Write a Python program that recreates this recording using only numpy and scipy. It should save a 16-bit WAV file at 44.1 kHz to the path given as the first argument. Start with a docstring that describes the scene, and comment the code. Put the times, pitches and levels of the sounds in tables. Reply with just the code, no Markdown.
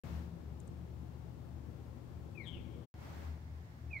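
"""Small bird in a walled town yard

Far traffic rumbles behind a throbbing machine drone and a steady mains hum. In the yard a small bird
gives thin ticks and two falling calls that echo off the walls; the microphone is nudged a few times.
The sound comes in two stretches with a short silence between, each opening with a brief swell of hiss."""
import sys
import numpy as np
from scipy import signal
from scipy.io import wavfile

SR = 44100
rng = np.random.default_rng(int(sys.argv[2]) if len(sys.argv) > 2 else 0)


def master(y):
    """Save y as 16-bit WAV."""
    cut = np.clip(np.atleast_2d(y).T, -1, 1)
    pcm = np.round(cut * 32767)  # scale
    wavfile.write(sys.argv[1], SR, pcm.astype(np.int16))


N = 176400
TIME = np.arange(N) / SR


def from_db(db):
    """Decibels to gain."""
    return 10 ** (np.asarray(db) / 20)


def rms_one(x):
    """Scale to unit power."""
    return x / np.sqrt(np.mean(x ** 2) + 1e-20)


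def curve(rows, t=TIME):
    """The columns of a table, joined by straight lines in time."""
    times, *columns = np.transpose(rows)
    return [np.interp(t, times, column) for column in columns]


def at_hz(rows, hz, column=1):
    """One column of a table, read on a log-frequency axis."""
    rows = np.array(rows)
    return np.interp(np.log(hz), np.log(rows[:, 0]), rows[:, column])


def pan(db):
    """Left and right gains with a mean of one; positive dB leans left."""
    gains = from_db(np.array([[db], [-db]]) / 2)
    return gains / gains.mean()


def drift(rate_hz):
    """A random wander of unit power, mostly slower than the given rate."""
    step = 20
    pole = np.exp(-2 * np.pi * rate_hz * step / SR)
    slow = signal.lfilter([1], [1, -2 * pole, pole ** 2], rng.standard_normal(N // step + 3002))[3000:]
    return np.interp(np.arange(N) / step, np.arange(len(slow)), rms_one(slow))


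def bandpass(x, low_hz, high_hz):
    """Keep the band between two frequencies."""
    return signal.sosfilt(signal.butter(2, [low_hz, high_hz], "band", fs=SR, output="sos"), x)


def noise_bands():
    """Third-octave bands of two unrelated noises: (centre [Hz], one noise, the other)."""
    edges = 22 * 2 ** (np.arange(30) / 3)
    white = rng.standard_normal((2, 2, N))
    for k, (low, high) in enumerate(zip(edges, edges[1:])):
        yield np.sqrt(low * high), *bandpass(white[k % 2], low, high)


def spread(mid, side, likeness):
    """A stereo pair with the given left-right correlation."""
    likeness = np.clip(likeness, -.99, .99)
    return np.sqrt(1 + likeness) * mid + np.sqrt(1 - likeness) * side * [[1], [-1]]


# The far streets as heard in each stretch: (frequency [Hz], relative noise density [dB])
STREET_FIRST = [(25, -33), (42, -19), (62, -3), (90, 3), (125, -3), (170, -3), (205, -10.5), (260, -9.5),
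                (330, -12), (480, -17.5), (900, -22), (1300, -28.5), (2500, -35), (5000, -40),
                (8000, -44.5), (10500, -49), (15500, -44.5)]
STREET_SECOND = [(25, -25), (42, -30), (62, -2.5), (90, 2.5), (150, -3), (200, -13), (240, -10), (290, -16),
                 (450, -22.5), (750, -19), (1200, -26.5), (1950, -27.5), (2600, -35), (5700, -39),
                 (7000, -43), (10500, -49), (15500, -44)]
# Left over right at the microphone: (frequency [Hz], first stretch [dB], second stretch [dB])
STREET_PAN = [(60.3, 2, 3), (126, 8.5, 0), (240, 14.5, 2.5), (480, 11, 3), (960, 12, 4), (1890, 4.5, -3),
              (3800, 2.5, 1.5), (15000, 2, 1)]
# Left-right correlation: (frequency [Hz], first stretch [-1..1], second stretch [-1..1])
STREET_LIKENESS = [(60, 0.51, 1), (130, 0.51, 1), (240, 0.57, 1), (480, 0.38, 0.63), (950, 0.06, -0.13),
                   (1890, 0, -0.29), (4000, 0, -0.043)]


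def street(flicker_db=0.74):
    """Steady far noise of the town, flickering below 2 kHz: one stereo bed for each stretch."""
    beds = [0, 0]
    for hz, mid, side in noise_bands():
        flicker = from_db(flicker_db * drift(9.9) * (hz < 2000))
        for k, colour in enumerate([STREET_FIRST, STREET_SECOND]):
            band = spread(mid, side, at_hz(STREET_LIKENESS, hz, column=k + 1))
            lean = pan(at_hz(STREET_PAN, hz, column=k + 1))
            beds[k] += flicker * from_db(at_hz(colour, hz)) * lean * band
    return [rms_one(bed) for bed in beds]


# Far traffic booming between the walls: (centre [Hz], width [Hz], relative level [dB])
TRAFFIC_MODES = [(94.8, 14, 0), (147.8, 15.7, -2), (239.4, 32, 0), (335.8, 39, -2.5), (405, 25, -9.5),
                 (481.3, 20, -11.5), (552.4, 34, -13.5)]
# Its rise and fall, off to the left: (time [s], level [dB])
TRAFFIC_LEVEL = [(0, -54), (.5, -62), (1.05, -61), (1.3, -63.5), (1.6, -57.5), (2.0, -58.5), (2.4, -54.5),
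                 (2.8, -53.5), (3.0, -63), (3.25, -58), (3.5, -67), (4, -64.5)]


def traffic(likeness=0.62):
    """Engine rumble in a few broad resonances, growing as a far vehicle nears."""
    rumble = 0
    for hz, width, db in TRAFFIC_MODES:
        mode = bandpass(rng.standard_normal((2, N)), hz - width / 2, hz + width / 2)
        rumble += from_db(db) * rms_one(mode)
    return from_db(curve(TRAFFIC_LEVEL)[0]) * pan(db=10) * rms_one(spread(*rumble, likeness))


# A distant boom that comes and goes, left of centre: (time [s], level [dB])
BOOM_LEVEL = [(0, -50.5), (.25, -52.5), (.6, -59), (1.05, -56.5), (1.3, -66), (2.3, -62), (2.75, -58),
              (3.0, -66), (3.3, -58.5), (3.6, -74), (4, -66)]


def boom(hz=169, width_hz=14.5):
    """A narrow low resonance in the town's rumble."""
    resonance = bandpass(rng.standard_normal(N + SR), hz - width_hz / 2, hz + width_hz / 2)[SR:]
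    return from_db(curve(BOOM_LEVEL)[0]) * pan(db=7.5) * rms_one(resonance)


# The throb of a machine, left of centre: (time [s], level [dB])
DRONE_LEVEL = [(.07, -56), (.16, -40), (.38, -54.5), (.5, -46.5), (.68, -58.5), (.78, -49), (1.1, -52),
               (1.45, -56.5), (1.56, -50), (2.07, -59.5), (2.22, -50), (2.42, -66), (2.55, -47),
               (2.7, -57.5), (3.14, -54), (3.31, -41), (3.43, -55), (3.57, -45), (3.71, -69), (3.87, -42.5),
               (4, -58)]


def machines(drone_hz, hum_db, wander_hz=0.71, hum_hz=120.16, waver_db=0.5):
    """A low drone that throbs, over a steady mains hum."""
    phase = 2 * np.pi * np.cumsum(drone_hz + wander_hz * drift(3.02)) / SR
    drone = from_db(curve(DRONE_LEVEL)[0]) * np.sin(phase)
    hum = from_db(hum_db + waver_db * drift(3.7)) * np.sin(2 * np.pi * hum_hz * TIME)
    return np.sqrt(2) * (drone * pan(db=5.5) + hum * pan(db=8))


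# Hiss opening each stretch: (start [s], end of hold [s], base level [dB], pan [dB], boost [dB])
SWELLS = [(-.04, 0.163, -57, 5.5, 3), (2.94, 3.242, -58, 1.5, 4)]
# Its colour: (frequency [Hz], relative noise density [dB])
SWELL_COLOUR = [(150, 7), (400, -2.5), (850, -5), (1300, -10.5), (2000, -13.5), (2700, -16), (5500, -21),
                (7500, -25.5), (10500, -32.5), (15500, -25.5)]
# The boost lifts the level and also favours the midrange: (frequency [Hz], share of boost [0..1])
SWELL_MIDRANGE = [(300, 0), (700, 0.88), (2000, 1), (2800, 0.086)]


def hiss_swells(rise_s=0.096, fall_s=0.16):
    """Broad hiss that rises, holds and sinks away."""
    bands = [(hz, np.array(pair)) for hz, *pair in noise_bands() if hz > 100]
    out = 0
    for start, end, db, pan_db, boost_db in SWELLS:
        hiss = 0
        for hz, band in bands:
            hiss += from_db(at_hz(SWELL_COLOUR, hz) + boost_db * at_hz(SWELL_MIDRANGE, hz)) * band
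        rise = np.clip((TIME - start) / rise_s, 0, 1)
        fall = np.clip(1 - (TIME - end) / fall_s, 0, 1)
        out += from_db(db + boost_db) * rise * fall * pan(pan_db) * rms_one(hiss)
    return out


# Nudges right on the microphone: (time [s], level [dB])
NUDGES = [(.691, -44), (2.570, -41.5), (2.612, -46)]
# The ringing of its body: (frequency [Hz], relative level [dB], time to fall 60 dB [s])
MICROPHONE_MODES = [(66, -12, 0.15), (102, 1, 0.16), (160, 2, 0.042), (270, 2, 0.019)]


def nudges(left_db=-25):
    """Soft dull bumps on the microphone's body, mostly on the right."""
    out = 0
    for start, db in NUDGES:
        t = np.maximum(TIME - start, 0)
        for hz, mode_db, t60 in MICROPHONE_MODES:
            out += from_db(db + mode_db - 60 * t / t60) * np.sin(2 * np.pi * hz * t)
    return out * from_db([[left_db], [0]])


# Echoes off the walls, nearest first: (delay [s], relative left [dB], relative right [dB])
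WALL_ECHOES = [(.0058, -11, -15), (.0122, -10, -8), (.031, -15, -9), (.064, -18.5, -17), (.105, -19.5, -17),
               (.27, -26.5, -19), (.36, -26, -25)]


def yard(x, echo_db, tail_db=-12.5, tail_t60_s=1.4, build_s=0.052):
    """The direct sound, then a few wall echoes and a thin scattered tail, both scaled by echo_db."""
    t = TIME[:SR]
    tail = rng.standard_normal((2, SR)) * from_db(-60 * t / tail_t60_s) * np.clip(t / build_s, 0, 1)
    response = from_db(tail_db) * rms_one(tail) / np.sqrt(SR)
    for delay, left_db, right_db in WALL_ECHOES:
        response[:, int(delay * SR)] += from_db([left_db, right_db])
    return x + from_db(echo_db) * signal.fftconvolve(x[None], response, axes=1)[:, :N]


# Thin ticks, well left of the microphone: (start [s], level [dB], length [s], echo gain [dB])
TICKS = [(.594, -64, 0.014, -7), (0.669, -65.5, .014, -9), (2.459, -72, .03, 1)]


def bird_ticks(top_hz=9890, end_hz=6340, rough_hz=1000):
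    """Very short, rough ticks: a narrow band of noise sweeps downward."""
    lowpass = signal.butter(2, rough_hz, fs=SR, output="sos")
    out = 0
    for start, db, length, echo_db in TICKS:
        along = np.clip((TIME - start) / length, 0, 1)
        phase = 2 * np.pi * np.cumsum(top_hz + (end_hz - top_hz) * along) / SR
        rough = rms_one(signal.sosfilt(lowpass, rng.standard_normal((2, N))))
        sweep = rough[0] * np.cos(phase) + rough[1] * np.sin(phase)
        envelope = np.sin(np.pi * along ** 1.58) ** 2  # peaks past the middle
        out += yard(from_db(db) * envelope * sweep, echo_db)
    return pan(db=21) * out


# One falling call: (time into call [s], pitch [Hz], relative fundamental [dB], relative octave [dB])
CALL_SHAPE = [(0, 2640, -29.5, -59), (.016, 2551, -8.5, -50), (.028, 2470, -16.5, -50),
              (.035, 2400, 2.5, -35), (.053, 2290, -5, -41), (.068, 2184, 4.5, -26.5),
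              (.085, 2043, -12, -25.5), (.112, 1792, -16, -13.5), (.132, 1655, -33, -1),
              (.168, 1600, -44, -8), (.202, 1541, -54, -8.5), (.236, 1300, -50, -13),
              (.265, 1530, -50, -22)]
# Two calls in the yard, the first well to the left, the second louder and right of centre:
# (start [s], level [dB], pan [dB], echo gain [dB], octave gain [dB])
CALLS = [(2.343, -53, 21, 1, 1.5), (3.899, -44.5, -6.5, -2, -4)]
FLUTTER_FROM_S, FLUTTER_ONSET_S, FLUTTER_HZ, FLUTTER_DEPTH = 0.091, 0.02, 169.4, 0.66
WHISTLE_JITTER, FLUTTER_JITTER, FLUTTER_SWING = 0.00606, 0.026, 0.055  # shares of the pitch


def bird_calls(edge_s=.005):
    """A falling whistle whose octave takes over and turns rough, fluttering like overlapping echoes."""
    length = CALL_SHAPE[-1][0]
    out = 0
    for start, db, pan_db, echo_db, bright_db in CALLS:
        t = TIME - start
        hz, fundamental_db, octave_db = curve(CALL_SHAPE, t)
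        # A fast flutter of pitch and loudness imitates wall echoes beating against each other.
        roughness = np.clip((t - FLUTTER_FROM_S) / FLUTTER_ONSET_S, 0, 1)
        beat = 2 * np.pi * FLUTTER_HZ * t + drift(27)
        flutter = 1 + FLUTTER_DEPTH * roughness * np.sin(beat)
        waver = WHISTLE_JITTER * drift(147)
        bend = roughness * (FLUTTER_JITTER * drift(380) + FLUTTER_SWING * np.cos(beat))
        phase = 2 * np.pi * np.cumsum(hz * (1 + waver + bend)) / SR
        fundamental = from_db(fundamental_db) * np.sin(phase)
        octave = from_db(octave_db + bright_db) * np.sin(2 * phase)
        envelope = np.clip(np.minimum(t, length - t) / edge_s, 0, 1)
        call = envelope * flutter * (fundamental + octave)
        out += np.sqrt(2) * from_db(db) * pan(pan_db) * yard(call, echo_db)
    return out


# Stretches of sound: (start [s], end [s], street level [dB], drone pitch [Hz], hum level [dB])
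STRETCHES = [(0.036, 2.86, -51.5, 74.07, -55.5), (2.941, 4.1, -53, 78.1, -57.5)]


def scene(silence_db=-104, fade_s=0.023):
    """The yard at the microphone, in two stretches that open at once and close with a short fade."""
    shared = traffic() + boom() + hiss_swells() + bird_calls() + bird_ticks() + nudges()
    out = from_db(silence_db) * rng.standard_normal((2, N))
    for (start, end, street_db, drone_hz, hum_db), town in zip(STRETCHES, street()):
        gate = (TIME >= start) * np.clip((end - TIME) / fade_s, 0, 1)
        out += gate * (shared + from_db(street_db) * town + machines(drone_hz, hum_db))
    return out


def record(dry, cutoff_hz=15750):
    """The highest treble is cut steeply."""
    return signal.sosfilt(signal.ellip(12, .1, 70, cutoff_hz, fs=SR, output="sos"), dry)


dry = scene()
out = record(dry)
master(out)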